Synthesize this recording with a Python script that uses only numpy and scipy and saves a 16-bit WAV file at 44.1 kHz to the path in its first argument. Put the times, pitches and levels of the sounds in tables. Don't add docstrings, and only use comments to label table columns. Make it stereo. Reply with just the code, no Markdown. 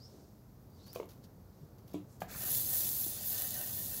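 import sys
import numpy as np
from scipy import signal
from scipy.fft import rfft, irfft
from scipy.io import wavfile

SR = 44100
rng = np.random.default_rng(int(sys.argv[2]) if len(sys.argv) > 2 else 0)


def inscribe(sig):
    pcm = np.round(np.clip(np.atleast_2d(sig).T, -1, 1) * 32767)
    wavfile.write(sys.argv[1], SR, pcm.astype(np.int16))


N = 176400
T = np.arange(N) / SR
HZ = np.maximum(np.fft.rfftfreq(N, 1 / SR), 1)
CUTOFF_HZ = 15750
LAG_S = 0.000284

# time in seconds, treble and middle gains in dB.
JET_LEVELS = [(2.275, -60, -56.5), (2.326, -47.5, -57.5), (2.444, -36.5, -50), (2.5, -33.5, -46.5),
              (2.56, -30, -44.5), (2.665, -33.5, -49.5), (2.745, -29.5, -48), (2.82, -31.5, -45),
              (2.9, -32.5, -48), (3.02, -33, -49), (3.185, -41.5, -50.5), (3.285, -34.5, -50),
              (3.37, -35.5, -46.5), (3.46, -34.5, -51), (3.51, -38, -48.5), (3.6, -36.5, -51.5),
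              (4, -38, -51.5)]
# frequency in Hz, relative density in dB.
JET_SPECTRUM = [(1000, -22.5), (2400, -20.5), (3250, -19.5), (3450, -10), (3700, -13.5), (4250, -9.5),
                (5750, -8.5), (6300, -8), (7600, -8.5), (8900, -7.5), (10900, -3.5), (12000, -3),
                (15600, 1)]
# frequency in Hz, left minus right in dB.
JET_PAN = [(3300, 1.5), (4400, -6.5), (6300, -3), (7700, -7.5), (8900, 2), (10000, -4.5), (13400, -11),
           (15500, -7)]
# frequency in Hz, coherence from 0 to 1.
JET_COHERENCE = [(2000, 0.49), (5000, 0.61), (12000, 0.13), (16000, 0.39)]
# frequency in Hz, width in Hz, relative level in dB.
GAP_MODES = [(6400, 110, -26.5), (10100, 280, -15.5), (11600, 50, -18), (11900, 58, -17), (13440, 120, -17)]
# centre and spread in seconds, pitch in Hz, level in dB.
GAP_SINGS = [(2.54, 0.069, 12500, -36), (2.79, 0.029, 12000, -35.5), (3.28, .035, 13000, -38)]
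# left-side delay in seconds (the right's is 1.17 times longer), gain in dB.
REFLECTIONS = [(.0019, -17), (.0051, -15), (.0093, -16)]
# time in seconds, level in dB.
CHURN_LEVELS = [(2.26, -64), (2.33, -61.5), (2.46, -49), (2.56, -58), (2.7, -58), (2.78, -55),
                (3.08, -59.5), (3.2, -52), (3.26, -57.5), (3.33, -46), (3.41, -47), (3.5, -56),
                (3.57, -47.5), (3.72, -58.5), (4, -58.5)]
# frequency in Hz, width in Hz, relative level in dB.
PIPE_MODES = [(540, 130, -7.5), (600, 28, 4), (718, 34, 0.5), (750, 32, 2.5), (1000, 300, -14),
              (1230, 17, -3), (1539, 18, 2), (1817, 32, 6.5), (1930, 17, 3.5), (2660, 54, -5),
              (2825, 16, 0.5), (3015, 10, 3.5)]
# time in seconds, level in dB.
SPUTTER_LEVELS = [(2.27, -82), (2.3, -50.5), (2.34, -53.5), (2.355, -44.5), (2.375, -55.5), (2.485, -53.5),
                  (2.55, -89)]
# start in seconds, gain in dB, low-pass corner in Hz, pitch ratio.
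FITTING_BLOWS = [(.959, -31.5, 3500, 1.12), (.9695, -42, 6000, 1.1), (.9995, -29.5, 1690, 1.0),
                 (1.0295, -38.5, 2800, 1.0), (1.037, -43, 900, 0.73), (3.065, -41, 2500, 0.66)]
SEATING_BLOWS = [(1.943, -30.5, 800, 0.96)]
VALVE_BLOWS = [(2.2185, -29.5, 6940, 0.95)]
# frequency in Hz at pitch ratio 1, relative level in dB, 60 dB decay in seconds.
FITTING_MODES = [(380, -15.5, 0.084), (459, 2, 0.04), (557, 2.5, 0.018), (935, 4.5, 0.011),
                 (1150, -4, 0.0077), (2180, -4, 0.016), (2770, -12.5, 0.017)]
SEATING_MODES = [(195, -5, 0.18), (310.7, -2, 0.22), (369, -2, 0.063), (456, -8, 0.082), (600, 7, 0.0094),
                 (1020, -15, 0.062), (2400, -9, 0.05)]
VALVE_MODES = [(191.5, -6, 0.16), (695, -2, 0.019), (800, 7, 0.018), (1290, 1, 0.025), (1740, 4.5, 0.026),
               (2120, -6.5, 0.04), (2550, -13.5, 0.041)]
# start in seconds, 15 dB decay in seconds, level in dB.
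SCUFF_STROKES = [(0.863, .05, -56), (0.926, 0.05, -54), (0.946, 0.065, -51.5), (1.088, 0.075, -56),
                 (1.238, 0.031, -62), (1.782, 0.023, -61), (1.875, 0.098, -60.5), (1.932, 0.012, -50.5),
                 (2.094, 0.47, -72.5), (2.204, 0.045, -49.5)]
STEM_STROKES = [(2.204, 0.018, -60), (2.219, 0.061, -58)]
# frequency in Hz, relative density in dB.
SCUFF_SPECTRUM = [(800, 4.5), (2500, -3.5), (4500, 1.5), (6500, 0.5), (8300, -9), (10000, -4), (12000, 1.5),
                  (15500, -1)]
# start in seconds, level in dB.
TICK_HITS = [(0.931, -33), (0.9365, -33.5), (0.959, -48), (1.057, -47), (2.739, -20.5), (3.421, -18),
             (3.507, -18)]
# centre and spread in seconds, pitch in Hz, level in dB.
SWISH_SWELLS = [(.12, 0.14, 5260, -69), (.17, 0.047, 360, -58), (.86, 0.072, 4660, -67.5),
                (1.245, 0.01, 4660, -64.5), (1.6, 0.075, 4960, -76.5), (1.63, 0.018, 143, -50.5),
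                (2.135, .035, 6900, -68.5)]
# time in seconds, pitch in Hz, level in dB.
CHIRP_GLIDES = [
    [(0, 4570, -64), (.035, 5200, -61), (.065, 5310, -58.5), (.085, 5420, -74), (.13, 5350, -78)],
    [(.7, 4700, -87), (.74, 4720, -76.5), (.775, 4620, -75)],
    [(.79, 3750, -70.5), (.85, 4350, -70.5), (.9, 4660, -61), (.93, 5500, -63)],
]
# frequency in Hz, relative density in dB.
RUMBLE_SPECTRUM = [(25, -40), (48, -2), (75, -3.5), (98, 2.5), (128, 1.5), (160, -5.5), (195, -2),
                   (260, -8.5), (420, -11.5), (700, -16.5), (1400, -22.5), (3000, -41.5)]
AIR_SPECTRUM = [(1500, -1), (3000, -7), (4600, 0), (6500, -1.5), (8500, -6.5), (10500, -5), (12500, 3),
                (15500, 0)]
# time in seconds, relative level in dB.
RUMBLE_LEVELS = [(0, 0), (.4, -1.5), (.7, 0), (1.1, 2), (1.5, 0), (2.2, 1.5), (2.5, 6.5), (3.1, 3),
                 (4, 5.5)]
# frequency in Hz, left minus right in dB.
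RUMBLE_PAN = [(90, -6), (180, -4), (500, 2)]


def jet():
    treble_db, middle_db = in_time(JET_LEVELS)
    colour = from_db(per_hz(JET_SPECTRUM))
    stereo = per_hz(JET_COHERENCE), per_hz(JET_PAN), LAG_S
    split_hz, mode_spacing_hz, end_reflection = 7690, 315.5, 0.25
    low_share = 1 / (1 + (HZ / split_hz) ** 12)
    standing_waves = 1 / abs(1 - end_reflection * delay(1 / mode_spacing_hz))
    hiss = noise(colour * np.sqrt(1 - low_share) * (HZ < CUTOFF_HZ), *stereo)
    rush = noise(colour * standing_waves * np.sqrt(low_share), *stereo)
    whistles = sum(from_db(db + 5.5 * drift(4.5)) * noise(resonances([(hz, width, 0)]), *stereo)
                   for hz, width, db in GAP_MODES)
    sings = sum(swell(s, spread, db) * noise(resonances([(hz, 2400, 0)]) ** 2, *stereo)
                for s, spread, hz, db in GAP_SINGS)
    drops = grains(per_s=200, low_hz=5170, high_hz=14700, cycles=12, spread_db=1.5)
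    spray = from_db(-26) * placed(drops, pan_db=-24.5)
    treble = from_db(treble_db - 1.33) * (hiss + whistles + spray)
    middle = from_db(middle_db + 3.5) * rush
    opened = np.clip((T - JET_LEVELS[0][0]) / 0.025, 0, 1)
    return opened * early_reflections(flutter(treble + middle + sings))


def flutter(x):
    centres = np.linspace(0, CUTOFF_HZ, 16)
    bands = (np.clip(1 - abs(HZ - hz) / centres[1], 0, 1) for hz in centres)
    patchy = sum(filtered(x, band) * from_db(0.8 * drift(54)) for band in bands)
    return patchy * from_db(1.27 * drift(210))


def pipe_flow():
    churn_db, = in_time(CHURN_LEVELS)
    sputter_db, = in_time(SPUTTER_LEVELS)
    body = noise(resonances(PIPE_MODES), coherence=0.42, pan_db=-1.5)
    body *= from_db(churn_db + 2.4 * drift(8.5))
    spits = grains(per_s=960, low_hz=1230, high_hz=2500, cycles=29, spread_db=2.5)
    sputter = placed(spits * from_db(sputter_db), pan_db=-8)
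    return (body + sputter) * (T > CHURN_LEVELS[0][0])


def struck(blows, modes, crack_db, crack_s, lowest_hz):
    contact_s = 0.00046
    out = np.zeros(N)
    for s, db, bright_hz, pitch in blows:
        start = int(s * SR)
        t = T[:min(N - start, SR // 2)]
        body = sum(from_db(level + rng.normal(0, 1) - 60 * t / t60) * np.sin(2 * np.pi * hz * pitch * t)
                   for hz, level, t60 in modes)
        crack = from_db(crack_db) * rng.standard_normal(len(t)) * np.exp(-t / crack_s)
        blow = (body + crack) * (1 - np.exp(-t / contact_s))
        pole = np.exp(-2 * np.pi * bright_hz / SR)
        out[start:start + len(t)] -= from_db(db) * signal.lfilter([1 - pole], [1, -pole], blow)
    return signal.sosfilt(signal.butter(2, lowest_hz, "high", fs=SR, output="sos"), out)


def scuffs():
    colour = from_db(per_hz(SCUFF_SPECTRUM)) / (1 + (595 / HZ) ** 2)
    rubs = noise(colour, coherence=0.063, pan_db=-6.5) * strokes(SCUFF_STROKES)
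    return rubs * from_db(3 * drift(200))


def ticks():
    decay_s, lowest_hz = 0.00066, 7400
    colour = from_db(per_hz(SCUFF_SPECTRUM)) / (1 + (595 / HZ) ** 2) / (1 + (lowest_hz / HZ) ** 4)
    bursts = sum(from_db(db) * np.exp(-np.clip((T - s) / decay_s, 0, 40)) * (T >= s)
                 for s, db in TICK_HITS)
    return noise(colour, coherence=0.21, pan_db=-13) * bursts


def stem_squeak():
    return noise(resonances([(13800, 350, 0)]), coherence=0.21, lag_s=0) * strokes(STEM_STROKES)


def swishes():
    return sum(swell(s, spread, db) * noise(resonances([(hz, 0.78 * hz, 0)]) ** 2, 0.37, lag_s=0)
               for s, spread, hz, db in SWISH_SWELLS)


def chirps():
    out = np.zeros(N)
    for rows, width_hz in zip(CHIRP_GLIDES, (220, 50, 160)):
        hz, db = in_time(rows)
        phase = 2 * np.pi * np.cumsum(hz) / SR
        gate = np.clip(np.minimum(T - rows[0][0], rows[-1][0] - T) / 0.0026, 0, 1)
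        tone = drift(width_hz) * np.sin(phase) + drift(width_hz) * np.cos(phase)
        out += gate * from_db(db) * unit_power(tone)
    return out


def early_reflections(x):
    delay_ratios = np.array([[1], [1.17]])
    return filtered(x, 1 + sum(from_db(db) * delay(s * delay_ratios) for s, db in REFLECTIONS))


def room(x):
    t60_s, onset_s, dull_hz = 0.23, 0.0086, 5500
    t = T[:SR]
    tail = rng.standard_normal((2, SR)) * from_db(-60 * t / t60_s) * (t > onset_s)
    tail = tail + .5 * tail[::-1]
    tail = signal.lfilter(*signal.butter(1, dull_hz, fs=SR), tail)
    tail /= np.sqrt(np.sum(tail ** 2) / 2 * SR / (np.pi * dull_hz))
    return from_db(-9) * signal.fftconvolve(x, tail, axes=1)[:, :N]


def background():
    swell_db, = in_time(RUMBLE_LEVELS)
    colour = from_db(per_hz(RUMBLE_SPECTRUM)) * (HZ > 15) / (1 + (HZ / 3500) ** 4)
    rumble = noise(colour, coherence=0.95 / (1 + (HZ / 1800) ** 2), pan_db=per_hz(RUMBLE_PAN))
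    air = noise(from_db(per_hz(AIR_SPECTRUM)), coherence=0.035, pan_db=-3)
    return rumble * from_db(swell_db - 55.5) + air * from_db(-68)


def noise(gain, coherence, pan_db=0, lag_s=LAG_S):
    shared = rfft(rng.standard_normal(N)) * np.array([delay(lag_s), delay(0)])
    own = rfft(rng.standard_normal((2, N)))
    both = np.sqrt(coherence) * shared + np.sqrt(1 - coherence) * own
    sides = from_db(np.array([[.5], [-.5]]) * pan_db)
    return unit_power(irfft(both * gain * sides, N))


def resonances(rows):
    return np.sqrt(sum(from_db(db) ** 2 / (1 + ((HZ ** 2 - hz ** 2) / (HZ * width)) ** 2)
                       for hz, width, db in rows))


def ring(clicks, hz, t60):
    r, w = from_db(-60 / (t60 * SR)), 2 * np.pi * hz / SR
    return signal.lfilter([0, np.sin(w)], [1, -2 * r * np.cos(w), r * r], clicks + 1e-18)


def grains(per_s, low_hz, high_hz, cycles, spread_db):
    sizes = from_db(spread_db * np.minimum(rng.exponential(1, N), 4))
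    clicks = sizes * rng.choice([-1, 1], N) * (rng.random(N) < per_s / SR)
    chosen = rng.integers(0, 16, N)
    pitches = np.geomspace(low_hz, high_hz, 16)
    return unit_power(sum(ring(clicks * (chosen == k), hz, cycles / hz) for k, hz in enumerate(pitches)))


def strokes(rows):
    return sum(from_db(db - 15 * np.maximum(T - s, 0) / length) * np.clip((T - s) / 0.0024, 0, 1)
               for s, length, db in rows)


def swell(centre_s, spread_s, db):
    return from_db(db) * np.exp(-.5 * ((T - centre_s) / spread_s) ** 2)


def drift(corner_hz):
    return unit_power(filtered(rng.standard_normal(N), 1 / (1 + (HZ / corner_hz) ** 2)))


def placed(x, pan_db, lag_s=LAG_S):
    return np.array([np.interp(T - lag_s, T, x) * from_db(pan_db / 2), x * from_db(-pan_db / 2)])


def delay(s):
    return np.exp(-2j * np.pi * HZ * s)


def filtered(x, gain):
    return irfft(rfft(x) * gain, N)


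def in_time(rows):
    s, *columns = np.transpose(rows)
    return [np.interp(T, s, c) for c in columns]


def per_hz(points):
    hz, value = np.transpose(points)
    return np.interp(np.log(HZ), np.log(hz), value)


def from_db(db):
    return 10 ** (np.asarray(db) / 20)


def unit_power(x):
    return x / np.sqrt(np.mean(x ** 2) + 1e-20)


def scene():
    knocks = struck(FITTING_BLOWS, FITTING_MODES, crack_db=-15.5, crack_s=0.019, lowest_hz=354)
    thump = struck(SEATING_BLOWS, SEATING_MODES, crack_db=-6.5, crack_s=0.032, lowest_hz=171)
    clack = struck(VALVE_BLOWS, VALVE_MODES, crack_db=-11, crack_s=0.0074, lowest_hz=201)
    near = placed(knocks, pan_db=2) + placed(thump, pan_db=-3) + placed(clack, pan_db=-3.5)
    near += placed(chirps(), pan_db=0, lag_s=0) + scuffs() + ticks() + stem_squeak()
    return near + room(near) + jet() + pipe_flow() + swishes() + background()


def record(dry):
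    return signal.sosfilt(signal.ellip(12, .1, 80, CUTOFF_HZ, fs=SR, output="sos"), dry)


dry = scene()
out = record(dry)
inscribe(out)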